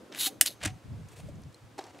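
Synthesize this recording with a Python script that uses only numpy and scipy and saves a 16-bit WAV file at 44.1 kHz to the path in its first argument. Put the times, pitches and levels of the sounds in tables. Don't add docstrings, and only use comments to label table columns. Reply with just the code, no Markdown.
import sys
import numpy as np
from scipy import signal
from scipy.fft import rfft, irfft, next_fast_len
from scipy.io import wavfile
from scipy.ndimage import map_coordinates

SR = 44100
rng = np.random.default_rng(int(sys.argv[2]) if len(sys.argv) > 2 else 0)


def to_wav(s):
    ch = np.atleast_2d(s).T
    pcm = np.round(np.clip(ch, -1, 1) * 32767)
    wavfile.write(sys.argv[1], SR, pcm.astype(np.int16))


def volts_from_db(level):
    exponent = np.asarray(level, float) / 20
    return 10 ** exponent


N = 88200

# t/s, level/dB
REBOUNDS = [(.4113, -1), (.4117, 5), (.4120, 2), (.4127, 2), (.4133, -3), (.4139, -7), (.4147, -8),
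            (.4164, -12), (.4180, -13), (.4192, -13), (.4224, -15)]
# f/Hz, density/dB
SNAP_SPECTRUM = [(300, -45), (600, -21), (2100, -2), (4600, -5), (8700, 1), (12000, -3), (14500, -9),
                 (16500, -20)]
# f/Hz, width/Hz, level/dB
CRACK_RESONANCES = [(2150, 400, -4), (3600, 600, -4), (5500, 600, -4), (8900, 1800, -1), (11100, 600, -7),
                    (14300, 1200, 0)]
# f/Hz, level/dB, t60/s
CATCH_MODES = [(1855, -12, .04), (2558, -12, .04), (2939, -4, 0.05), (3613, -10, .04), (5324, -12, 0.07),
               (6050, -8, 0.03), (6848, 0, 0.04), (7700, -8, 0.045), (8840, 3, 0.05), (9900, -10, 0.05),
               (10640, -14, 0.06), (11200, -10, 0.045), (12370, -20, 0.05)]
# start t/s, end t/s, first level/dB, last level/dB
PUSH_STROKES = [
    (.148, .184, -58.5, -42),
    (.187, .193, -38, -37),
    (.195, .208, -33, -31),
    (.209, .258, -29.5, -30),
    (.261, .275, -27, -28),
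    (.277, .295, -38, -50),
]
# start t/s, end t/s, first level/dB, last level/dB
RECOIL_STROKES = [
    (.4575, .4605, -36, -34),
    (.461, .466, -31.5, -34),
    (.469, .48, -32.5, -31.5),
    (.484, .5, -46, -50),
    (.505, .538, -50, -58),
]
# start t/s, end t/s, first
# level/dB, last level/dB
SEAT_STROKES = [
    (.119, .145, -52, -51),
    (.149, .18, -48.5, -47),
    (.606, .624, -54, -48.5),
    (.629, .641, -41, -34.5),
    (.649, .662, -34, -33),
    (.668, .681, -43, -38),
    (.684, .706, -59, -53),
]
# f/Hz, density/dB
PUSH_SPECTRUM = [(290, -56.5), (500, -24), (1110, -19.5), (2500, -12), (3810, -4), (4940, -11),
                 (11000, -11), (16000, -22)]
RECOIL_SPECTRUM = [(300, -20), (1000, -19), (2500, -11), (4200, -3), (6000, -10), (8500, -16.5),
                   (11400, -10), (16000, -24)]
SEAT_SPECTRUM = [(240, -39), (400, -3), (719, 7.5), (906, 1), (2020, 8.5), (4580, 0.5), (7750, -5.5),
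                 (16000, -27.5)]
# f/Hz, width/Hz, level/dB
TUBE_RESONANCES = [(3100, 300, -6), (3850, 450, -2), (4250, 250, -4), (6900, 640, -4), (7800, 200, 0),
                   (9950, 400, -3), (10800, 350, 5), (11300, 300, 6), (14300, 2200, 3)]
# t/s, peak level/dB, f/Hz
TICKS_AT = [(.1246, -33, 3300), (.1476, -35, 8260), (0.1481, -31.5, 1920), (0.159, -31.5, 3500),
            (0.2617, -28, 5000), (.268, -26, 1840), (0.4607, -15, 8500), (0.4609, -20, 2790),
            (0.6178, -38, 2540), (.6355, -26.5, 7920), (0.6365, -30, 2510), (0.6515, -23, 7900),
            (.6550, -21, 1980), (.6562, -19, 9300), (.6605, -20, 7400), (0.677, -36, 8000),
            (1.2880, -52, 6000), (1.3553, -51.5, 5960), (1.419, -50.5, 9470), (1.4353, -46.5, 4870),
            (1.5445, -43, 7460), (1.0862, -44, 8000), (.4575, -30, 2000), (.4735, -24, 4200),
            (.4795, -26, 4200), (.5045, -44, 2600), (.6500, -24, 7900), (.6485, -26, 1900),
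            (.6285, -36, 2200), (.675, -33, 6700), (1.527, -54, 7000), (1.867, -50, 6800),
            (1.985, -50, 7500), (1.7805, -44, 9000), (1.7877, -41.5, 7000), (1.8402, -38.5, 5100),
            (1.947, -48.5, 2890), (1.9894, -43, 2845)]
# f/Hz, level/dB, t60/s
STEEL_MODES = [(5959, -16, .3), (6320, -10, .38)]
# t/s, level/dB, f/Hz, t60/s
KNOCKS_AT = [(0.267, -35.5, 285, 0.044), (.272, -41, 774, 0.085), (.416, -39, 700, 0.034),
             (0.424, -42.5, 284, .06), (.637, -36, 603, 0.039), (0.653, -31.5, 303.5, .07),
             (.662, -27, 95, 0.07), (0.6735, -30, 110, 0.04), (.641, -36, 140, .05),
             (1.285, -38, 580, 0.035), (1.782, -37, 860, 0.025), (1.788, -30, 785, .035),
             (1.789, -37, 370, 0.04), (1.786, -40, 1080, .025), (1.838, -46.5, 377, .05),
             (1.866, -45, 863, 0.044), (1.99, -48, 740, 0.03), (.664, -49, 748, 0.25),
             (1.5444, -42, 4150, 0.015), (1.818, -48, 4160, .012), (1.783, -39, 4300, 0.012),
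             (1.791, -39, 3892, 0.022), (1.790, -43, 5303, .02), (1.792, -45, 4400, .02),
             (1.293, -44, 290, .04), (.268, -42, 7830, .07), (.506, -50, 600, .04), (1.809, -46, 600, .02),
             (1.897, -48, 700, .02), (.662, -33, 190, 0.07)]
# start t/s, end t/s, first level/dB, last level/dB
CLOTH_STROKES = [
    (1.092, 1.095, -62, -60),
    (1.115, 1.14, -58, -57),
    (1.165, 1.205, -55.5, -52.5),
    (1.21, 1.3, -67, -60.5),
]
# start t/s, end t/s, first level/dB, last level/dB
BAG_STROKES = [
    (1.781, 1.797, -41.5, -43),
    (1.805, 1.91, -52.5, -56),
    (1.93, 2.0, -59.5, -60),
]
# f/Hz, density/dB
CLOTH_SPECTRUM = [(240, -26), (400, 5.5), (1400, -13.5), (2500, -6.5), (5500, -16), (8500, -10.5),
                  (16000, -29.5)]
BAG_SPECTRUM = [(150, -52), (250, -8.5), (367, -7.5), (586, -6.5), (775, -3.5), (1310, -14.5),
                (6940, -22.5), (16000, -46)]
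# delay t/s, level/dB
GROUND_ECHOES = [(.00006, -8), (.0031, -12), (.0065, -11)]
# start t/s, end t/s, first level/dB, last level/dB
WIND_PUFFS = [(.36, .43, -56, -60), (.52, .57, -68, -64), (.6, .645, -58.5, -40), (.69, .77, -41, -50),
              (.85, .91, -43, -44), (.92, 1.07, -41, -46), (1.1, 1.16, -56, -56), (1.185, 1.225, -48, -50),
              (1.245, 1.3, -41, -44), (1.315, 1.39, -46, -43), (1.4, 1.445, -53, -56),
              (1.455, 1.495, -45, -47), (1.62, 1.76, -55, -64)]
# f/Hz, density/dB
PUFF_SPECTRUM = [(20, -44), (45, -15), (85, -1), (120, 0), (190, -11), (350, -28), (700, -36), (1500, -120)]
# t/s, level/dB
BREEZE_LEVEL = [(0, -54), (.15, -52), (.35, -55), (.8, -64), (1.2, -61), (1.6, -64), (2, -58.5)]
# f/Hz, density/dB
BREEZE_SPECTRUM = [(59, -49), (110, -15), (300, 0), (489, -7), (517, -4), (795, -18), (1500, -22.5),
                   (1950, -50.5), (3300, -120)]
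AIR_SPECTRUM = [(120, -31), (200, -5), (500, -3), (850, -2), (8420, -18.5), (15000, -29), (15900, -31)]
# f/Hz, correlation/1
PUFF_CORRELATION = [(60, .95), (130, .8), (250, .6), (500, .6)]
AIR_CORRELATION = [(100, 1), (900, 0.68), (3800, .72), (15000, 0.94)]


def unit(x):
    return x / np.sqrt(np.mean(x ** 2) + 1e-20)


def along(points, hz):
    f, value = np.transpose(points)
    return np.interp(np.log(hz + 1), np.log(f + 1), value)


def wobble(rate):
    knots = rng.standard_normal(int(N * rate / SR) + 4)
    return map_coordinates(knots, [np.arange(N) * rate / SR])


def filtered(x, response):
    m = next_fast_len(N + SR // 2)
    return irfft(rfft(x, m) * response(np.fft.rfftfreq(m, 1 / SR)), m)[..., :N]


def peaks(table, f, db=0):
    return 1 + sum(volts_from_db(level + db) * 1j * f * width / (c * c - f * f + 1j * f * width)
                   for c, width, level in table)


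def strokes(rows, rise, fall):
    t = np.arange(N) / SR
    total = np.zeros(N)
    for start, end, first, last in rows:
        times = [start - 3 * rise, start, end, end + 3 * fall]
        total += volts_from_db(np.interp(t, times, [first - 90, first, last, last - 90]))
    return total


def scrape(rows, spectrum, grain_db, lump_db, tube=0, rise=.0027):
    grit = rng.standard_normal(N) * volts_from_db(grain_db * wobble(2500) + lump_db * wobble(250))

    def colour(f):
        return volts_from_db(along(spectrum, f)) * (1 + tube * (peaks(TUBE_RESONANCES, f) - 1))

    return strokes(rows, rise, .016) * unit(filtered(grit, colour))


def snap():
    snap_s, snap_db = .4112, -9
    now = np.arange(N) / SR
    t = np.maximum(now - snap_s, 0)
    burst = sum((now >= s) * volts_from_db(db - 60 * np.abs(now - s) / .003) for s, db in REBOUNDS)
    places = [round(s * SR) for s, db in REBOUNDS]
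    spikes = np.bincount(places, [volts_from_db(db + 9) for s, db in REBOUNDS], N)
    crack = volts_from_db(snap_db) * (spikes + burst * rng.standard_normal(N))
    chatter_level = volts_from_db(snap_db - 12 - 60 * t / .075 + 1.5 * wobble(900))
    chatter = (t > 0) * chatter_level * rng.standard_normal(N)
    bell = np.zeros(N)
    for hz, db, t60 in CATCH_MODES:
        bell += volts_from_db(db - 60 * t / t60 + 1.5 * wobble(300)) * np.sin(2 * np.pi * hz * t)
    bell *= volts_from_db(-22) * (1 - np.exp(-t / .001))

    def colour(f):
        return volts_from_db(along(SNAP_SPECTRUM, f)) * peaks(CRACK_RESONANCES, f, 3)

    return filtered(crack + chatter, colour) + bell


def shell_slides():
    push = scrape(PUSH_STROKES, PUSH_SPECTRUM, 2, .4, tube=.96)
    recoil = scrape(RECOIL_STROKES, RECOIL_SPECTRUM, 2.2, .8, tube=.7)
    seat = scrape(SEAT_STROKES, SEAT_SPECTRUM, 2.1, 1.5, tube=.267)
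    return push + recoil + seat


def ticks():
    q, t60, top_hz = 1.26, .011, 11400
    out, t, f = np.zeros(N + SR), np.arange(2048) / SR, np.fft.rfftfreq(2048, 1 / SR)
    envelope = volts_from_db(-2.5 - 60 * t / t60) * (1 - np.exp(-t / .0003))
    for s, db, hz in TICKS_AT:
        width = hz / q
        resonance = 1j * f * width / (hz * hz - f * f + 1j * f * width)
        noise = rfft(rng.standard_normal(2048))
        band = irfft(noise * resonance ** 2 / (1 + (f / top_hz) ** 8))
        out[round(s * SR):][:len(t)] += volts_from_db(db) * envelope * unit(band)
    return out[:N]


def ring(drive):
    t = np.arange(SR // 2) / SR
    modes = np.zeros(len(t))
    for hz, db, t60 in STEEL_MODES:
        level = volts_from_db(db - 60 * t / t60 + 2.5 * wobble(90)[:len(t)])
        modes += level * np.sin(2 * np.pi * hz * t + 1.3 * wobble(90)[:len(t)])
    haze = rng.standard_normal(len(t)) * volts_from_db(-60 * t / .22)
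    response = volts_from_db(-53) * modes + volts_from_db(-21) * haze / np.linalg.norm(haze)
    return signal.fftconvolve(drive, response)[:N]


def knocks():
    out, t = np.zeros(N + SR), np.arange(SR // 4) / SR
    for s, db, hz, t60 in KNOCKS_AT:
        envelope = volts_from_db(db + 5 - 60 * t / t60) * (1 - np.exp(-t / .0025))
        out[round(s * SR):][:len(t)] += envelope * np.sin(2 * np.pi * hz * t)
    return out[:N] * volts_from_db(1.5 * wobble(200))


def cloth_and_bag():
    cloth = scrape(CLOTH_STROKES, CLOTH_SPECTRUM, 1.2, 1.2, rise=.025)
    return cloth + scrape(BAG_STROKES, BAG_SPECTRUM, 1.5, 1.5)


def ground(gun, skew):
    return volts_from_db(-13.5) * sum(volts_from_db(db) * np.roll(gun, round(s * skew * SR)) for s, db in GROUND_ECHOES)


def stereo(spectrum, correlation):
    def response(hz):
        angle = np.arccos(np.clip(along(correlation, hz), -1, 1)) / 2
        return volts_from_db(along(spectrum, hz)) * np.array([np.cos(angle), np.sin(angle)])

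    mid, side = filtered(rng.standard_normal((2, N)), response)
    return unit(np.array([mid + side, mid - side]))


def steadied(pair):
    return pair / (np.abs(signal.hilbert(pair.mean(axis=0))) + .2) ** .6


def weather():
    flutter = unit(volts_from_db(1.5 * wobble(25)) * steadied(stereo(PUFF_SPECTRUM, PUFF_CORRELATION)))
    puffs = (volts_from_db(-64) + strokes(WIND_PUFFS, .022, .035)) * flutter
    strength = volts_from_db(np.interp(np.arange(N) / SR, *np.transpose(BREEZE_LEVEL)))
    breeze = strength * volts_from_db(2.5 * wobble(25)) * stereo(BREEZE_SPECTRUM, AIR_CORRELATION)
    air = volts_from_db(-61 + .7 * wobble(5.9)) * stereo(AIR_SPECTRUM, AIR_CORRELATION)
    return puffs + breeze + air


def scene():
    shell = shell_slides()
    soft = cloth_and_bag()
    hard = shell + snap() + ticks()
    gun = hard + ring(hard) + soft + knocks()
    return gun + np.array([ground(gun, 1.0), ground(gun, 2.4)]) + weather()


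def top_cut(x):
    return signal.sosfilt(signal.butter(12, 16740, fs=SR, output="sos"), x)


def record(dry):
    ceiling, knee = .9, 4
    low_cut_hz, top_hz, top_edge_hz = 38, 15730, 45
    held = dry / (1 + np.abs(dry / ceiling) ** knee) ** (1 / knee)

    def band(hz):
        treble_edge = (1 - np.tanh((hz - top_hz) / top_edge_hz)) / 2
        return treble_edge * (1j * hz / (low_cut_hz + 1j * hz)) ** 2

    return top_cut(filtered(held, band))


dry = scene()
out = record(dry)
to_wav(out)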